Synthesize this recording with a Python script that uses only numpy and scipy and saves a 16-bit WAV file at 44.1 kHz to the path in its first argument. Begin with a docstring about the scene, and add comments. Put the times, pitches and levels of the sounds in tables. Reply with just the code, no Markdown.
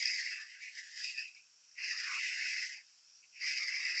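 """A quiet room, one microphone close to a small facial brush scrubbed over a cheek and chin.
The first pass opens with sharp snaps: bristles catch and flick densely, ringing the hollow of the
brush head, whose pitch shifts with the contact, while dragging skin adds soft low swells.
By 1.4 s only a faint fizz and the room hiss are left. A second pass runs from 1.8 to 2.8 s,
the fizz shows again in the pause, and a third pass scrubs from 3.4 s to the end."""
import sys
import numpy as np
from scipy import signal
from scipy.fft import rfft, irfft
from scipy.io import wavfile
from scipy.ndimage import uniform_filter1d

SR = 44100
rng = np.random.default_rng(int(sys.argv[2]) if len(sys.argv) > 2 else 0)


def materialize(psi):
    """Save the field psi as 16-bit PCM at rate SR to the path in sys.argv[1].

    A 1-D psi becomes a single channel; in a 2-D psi each row is a channel.
    """
    bounded = np.clip(np.atleast_2d(psi).T, -1, 1)
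    quanta = np.round(bounded * 32767).astype(np.int16)
    wavfile.write(sys.argv[1], SR, quanta)


N = 176400
T = np.arange(N) / SR

# The three passes: t/s, relative level/dB of hollow, rim, hiss and treble, f/Hz of the hollow
FIRST_PASS = [(0, -40, -60, -45, -48.5, 2014), (.066, -40.5, -39.5, -38, -54.5, 2122),
              (.204, -41.5, -52.5, -42.5, -59.5, 2020), (.342, -43, -48.5, -49.5, -62.5, 1923),
              (.476, -55.5, -65, -59.5, -71, 1864), (.576, -57, -64, -63.5, -76.5, 1840),
              (.642, -48.5, -56, -57.5, -66, 2204), (.684, -46, -51, -61, -66.5, 2260),
              (.738, -61, -76, -67, -68, 1940), (.788, -44.5, -74, -51, -59, 1930),
              (.844, -56.5, -61.5, -62.5, -66, 1830), (.94, -54, -69, -55.5, -64.5, 1896),
              (1.006, -48, -60, -43, -54.5, 1833), (1.05, -51, -43.5, -42, -57.5, 1950),
              (1.105, -52, -42.5, -47.5, -58, 2066), (1.135, -60, -54, -55.5, -65, 2074),
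              (1.19, -53.5, -38.5, -43.5, -63.5, 1910), (1.29, -68.5, -54.5, -66, -71.5, 2050),
              (1.33, -76, -68, -76, -82, 2140), (1.372, -66, -52.5, -76, -73, 2286),
              (1.425, -90, -72, -81, -85, 2130), (1.5, -91, -86, -83, -81.5, 2040)]
SECOND_PASS = [(1.745, -85, -78, -87, -84, 2163), (1.784, -47, -47, -55, -73, 2185),
               (1.85, -42, -41.5, -41, -61.5, 2130), (1.992, -48.5, -44.5, -42.5, -60, 1847),
               (2.114, -40.5, -43, -47.5, -55.5, 2038), (2.498, -42, -41, -44.5, -55.5, 2073),
               (2.568, -38, -50.5, -41.5, -58, 2010), (2.702, -47.5, -53, -48.5, -60, 1908),
               (2.805, -59, -60.5, -61, -77, 2134), (2.85, -80.5, -77, -71.5, -78, 1775)]
THIRD_PASS = [(3.31, -95, -84, -72, -83, 2297), (3.356, -77, -54, -74, -80, 2157),
              (3.424, -42, -54.5, -45, -65, 2003), (3.482, -39, -45, -39.5, -54.5, 2046),
              (3.674, -40, -50, -42.5, -60.5, 2040), (3.844, -40, -50, -44.5, -59.5, 2086),
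              (3.86, -36, -38.5, -41.5, -56, 2150), (3.944, -44, -45.5, -44.5, -62, 1965),
              (3.98, -37, -50, -37, -59, 2108)]
# How tightly the rubbing gathers into narrow resonances: t/s, share (0-1)
CONTACT_FOCUS = [(0, 0.67), (.3, 0.47), (.68, 0.31), (1.0, 0.5), (1.15, 0.93), (1.4, 0.6), (1.85, 0.34),
                 (2.4, 0.24), (3.5, 0.31), (4, .55)]
# Spectra of the rubbing hiss, the bristle tips' treble and one snap: f/Hz, relative level/dB
HISS_SPECTRUM = [(1200, -71.5), (3980, -33), (4230, -4), (4420, -17), (4700, -1.5), (5400, -0.5),
                 (5900, -7), (6500, -13), (8000, -56.5)]
TREBLE_SPECTRUM = [(700, -59), (1200, -26), (2000, -8.5), (3100, 0.5), (3500, -3.5), (3830, 2.5),
                   (4000, -5.5), (4200, 1.5), (6600, 0), (7650, -3), (7950, -15.5), (8550, -30)]
SNAP_SPECTRUM = [(1000, -55.5), (1700, -7), (2400, -8.5), (3300, -32), (4200, -26), (5050, 9), (6000, -14),
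                 (8100, -32.5)]
# Tufts snapping free: t/s, peak level/dB ahead of the room
TUFT_SNAPS = [(.027, -24.5), (.057, -18), (0.092, -34), (0.103, -37), (0.753, -40), (1.043, -30),
              (1.35, -47), (1.715, -53), (1.846, -30), (3.785, -30.5), (3.852, -27.5)]
# Skin dragging under the rim: centre t/s, half length/s, f/Hz, level/dB ahead of the room
SKIN_DRAGS = [(0, .046, 706, -68), (.22, .022, 1280, -72), (0.416, 0.042, 1255, -69.5),
              (0.523, 0.05, 2870, -62), (1.053, .022, 480, -85), (1.152, 0.05, 476, -91.5),
              (1.832, 0.035, 1090, -70.5), (1.909, 0.036, 428, -81.5), (1.949, 0.025, 1263, -58.5),
              (2.082, 0.066, 1530, -47.5), (2.127, 0.05, 1210, -50), (2.177, 0.0069, 1267, -46.5),
              (2.205, .12, 437, -81.5), (2.437, 0.14, 817, -80), (2.78, 0.0096, 840, -77.5),
              (3.241, 0.012, 2550, -60.5), (3.455, 0.032, 1256, -64.5), (3.62, 0.03, 1290, -62),
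              (3.73, 0.089, 1216, -71), (3.656, 0.045, 512, -73.5), (3.816, 0.049, 1112, -67),
              (3.91, .031, 575, -76), (3.93, 0.15, 1320, -67.5), (3.958, .071, 367, -79.5)]
# Fizz of the lightly gliding brush: t/s, level/dB, f/Hz
GLIDE_FIZZ = [(1.34, -68, 5530), (1.48, -71.5, 5500), (1.7, -65, 5610), (2.899, -71, 5430),
              (3.04, -70, 5390), (3.172, -61.5, 5610), (3.238, -73, 5770), (3.38, -61.5, 5440)]
# Room tone: f/Hz, relative level/dB
ROOM_SPECTRUM = [(20, -42), (90, -17.5), (300, -20), (600, -17.5), (1200, -13), (1500, -7), (1950, -15.5),
                 (2500, -7), (3300, -14), (3950, -19), (4300, -5), (5400, -2.5), (6300, -3), (7650, -5.5),
                 (8000, -21.5), (8600, -34.5)]

HOLLOW_WIDTH_HZ, HOLLOW_LOW_CUT_HZ = 1493, 1550
RIM_HZ, RIM_WIDTH_HZ = 2569, 1170
RING_HZ, RING_WIDTH_HZ = 4900, 790
RIM_TRIM_DB, HISS_TRIM_DB, RING_TRIM_DB, TREBLE_TRIM_DB = -.5, -1, 1, 6.5


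def brush():
    """Bristles stick and slip in clumps, sounding the head's hollow, its rim and a bright ring."""
    passes = [*FIRST_PASS, *SECOND_PASS, *THIRD_PASS]
    hollow_db, rim_db, hiss_db, treble_db, hollow_hz = curves(passes)
    focus, = curves(CONTACT_FOCUS)
    grip = evened(amp(1.3 * wander(rate_hz=35)))
    *catches, coarse = [grip * flicks(per_s=1200, spread_db=2, friction=.55) for _ in range(5)]
    fine, tips = [grip * flicks(per_s=4000, spread_db=4, friction=.96) for _ in range(2)]

    hollow_hz *= 1 + .025 * wander(rate_hz=15)
    hollow = cavity(catches[:2], hollow_hz, HOLLOW_WIDTH_HZ, focus)
    hollow = signal.sosfilt(signal.butter(8, HOLLOW_LOW_CUT_HZ, "high", fs=SR, output="sos"), hollow)
    rim_hz = RIM_HZ * (1 + .01 * wander(rate_hz=17))
    rim = cavity(catches[2:], rim_hz, RIM_WIDTH_HZ, focus)
    head = amp(hollow_db) * hollow + amp(rim_db + RIM_TRIM_DB) * rim

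    ring_hz = RING_HZ * (1 + .012 * wander(rate_hz=24))
    ring = amp(RING_TRIM_DB) * resonate(coarse, ring_hz, RING_WIDTH_HZ, order=4)
    rubbing = amp(HISS_TRIM_DB) * evened(colour(fine, HISS_SPECTRUM))
    hiss = amp(hiss_db) * (np.sqrt(1 - focus) * rubbing + np.sqrt(focus) * ring)
    treble = amp(treble_db + TREBLE_TRIM_DB) * evened(colour(tips, TREBLE_SPECTRUM))
    return tuft_pockets(head, depth_db=3) + tuft_pockets(hiss + treble, depth_db=2)


def flicks(per_s, spread_db, friction):
    """Random bristle flicks of uneven size over smooth friction noise."""
    size = amp(spread_db * np.minimum(rng.exponential(1, N), 4))
    clicks = size * rng.choice([-1., 1.], N) * (rng.random(N) < per_s / SR)
    return evened(evened(clicks) + friction * rng.standard_normal(N))


def cavity(catches, hz, width_hz, focus):
    """A resonance of the brush head that narrows toward half its width as the focus rises."""
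    loose = resonate(catches[0], hz, width_hz, order=8)
    tight = resonate(catches[1], hz, width_hz / 2, order=8)
    return np.sqrt(1 - focus) * loose + np.sqrt(focus) * tight


def tuft_pockets(x, depth_db, patch_hz=240, patch_s=.045):
    """Pockets between tufts open and close: narrow bands swell and sink at a steady total level."""
    hz, t, spectra = signal.stft(x, SR, nperseg=512)
    patches = rng.standard_normal(spectra.shape)
    for axis, width in enumerate([patch_hz / hz[1], patch_s / t[1]]):
        for _ in range(2):
            patches = uniform_filter1d(patches, round(width), axis)
    uneven = spectra * amp(depth_db * evened(patches))
    uneven *= np.linalg.norm(spectra, axis=0) / (np.linalg.norm(uneven, axis=0) + 1e-12)
    return signal.istft(uneven, SR, nperseg=512)[1][:N]


def tuft_snaps(half_length_s=.0025):
    """A brief, bright burst each time a tuft lets go."""
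    out = np.zeros(N)
    for at_s, peak_db in TUFT_SNAPS:
        envelope = np.exp(-((T - at_s) / half_length_s) ** 2)
        burst = colour(rng.standard_normal(N) * envelope, SNAP_SPECTRUM)
        out += amp(peak_db) * burst / abs(burst).max()
    return out


def skin_drags():
    """Skin rubs under the rim in soft, hollow swells."""
    out = np.zeros(N)
    for centre_s, half_length_s, hz, db in SKIN_DRAGS:
        swell = np.exp(-abs((T - centre_s) / half_length_s) ** 2.3)
        friction = resonate(rng.standard_normal(N), hz, width_hz=55 + .43 * hz, order=6)
        out += amp(db) * swell * friction
    return out


def glide_fizz():
    """A faint, narrow fizz that slides in pitch as the brush glides lightly."""
    db, hz = curves(GLIDE_FIZZ)
    crackle = flicks(per_s=1500, spread_db=3, friction=.5)
    return amp(db) * resonate(crackle, hz, width_hz=800, order=3)


def near_walls(x, t60_s=.084, wet_db=-7, echoes_per_s=2000):
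    """Sparse wall reflections reach the microphone from 3 ms after the direct sound."""
    t = T[:SR // 2]
    echoes = rng.standard_normal(len(t)) * (rng.random(len(t)) < echoes_per_s / SR)
    tail = echoes * (t > .003) * amp(-60 * t / t60_s)
    wet = signal.fftconvolve(x, tail / np.linalg.norm(tail))[:N]
    return (x + amp(wet_db) * wet) / np.hypot(1, amp(wet_db))


def room_tone(level_db=-70):
    """The steady hiss of the quiet room."""
    return amp(level_db) * evened(colour(rng.standard_normal(N), ROOM_SPECTRUM))


def amp(db):
    """Decibels to gain."""
    return 10 ** (np.asarray(db) / 20)


def evened(x):
    """Scales to rms 1."""
    return x / np.sqrt(np.mean(x ** 2) + 1e-20)


def curves(table):
    """Each column after t/s, interpolated to every sample."""
    times, *columns = np.transpose(table)
    return [np.interp(T, times, column) for column in columns]


def wander(rate_hz):
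    """Smooth random drift up to about rate_hz, at rms 1."""
    hz = np.fft.rfftfreq(N, 1 / SR)
    return evened(irfft(rfft(rng.standard_normal(N)) * np.exp(-(hz / rate_hz) ** 2), N))


def colour(x, spectrum):
    """Minimum-phase filter with the given spectrum."""
    hz = abs(np.fft.fftfreq(4096, 1 / SR))
    point_hz, db = np.transpose(spectrum)
    log_gain = np.log(amp(np.interp(np.log(hz + 1), np.log(point_hz), db)))
    taps = np.fft.ifft(np.exp(np.conj(signal.hilbert(log_gain)))).real
    return signal.fftconvolve(x, taps[:len(taps) // 2])[:len(x)]


def resonate(x, hz, width_hz, order):
    """A resonance following hz, at rms 1; width_hz is per stage, so a higher order narrows it."""
    carrier = np.exp(2j * np.pi * np.cumsum(hz * np.ones(N)) / SR)
    pole = np.exp(-np.pi * width_hz / SR)
    baseband = x / carrier
    for _ in range(order):
        baseband = signal.lfilter([1 - pole], [1, -pole], baseband + 1e-18)
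    return evened((baseband * carrier).real)


def scene():
    """The brush on the skin, close up in a small room, in mono."""
    scrubbing = brush() + skin_drags() + tuft_snaps()
    return (near_walls(scrubbing) + glide_fizz() + room_tone())[None]


def record(dry):
    """The recorder passes the microphone signal up to 8450 Hz."""
    low_pass = signal.firwin(601, 8450, window=("kaiser", 8), fs=SR)
    return signal.oaconvolve(dry, low_pass[None], "same")


dry = scene()
out = record(dry)
materialize(out)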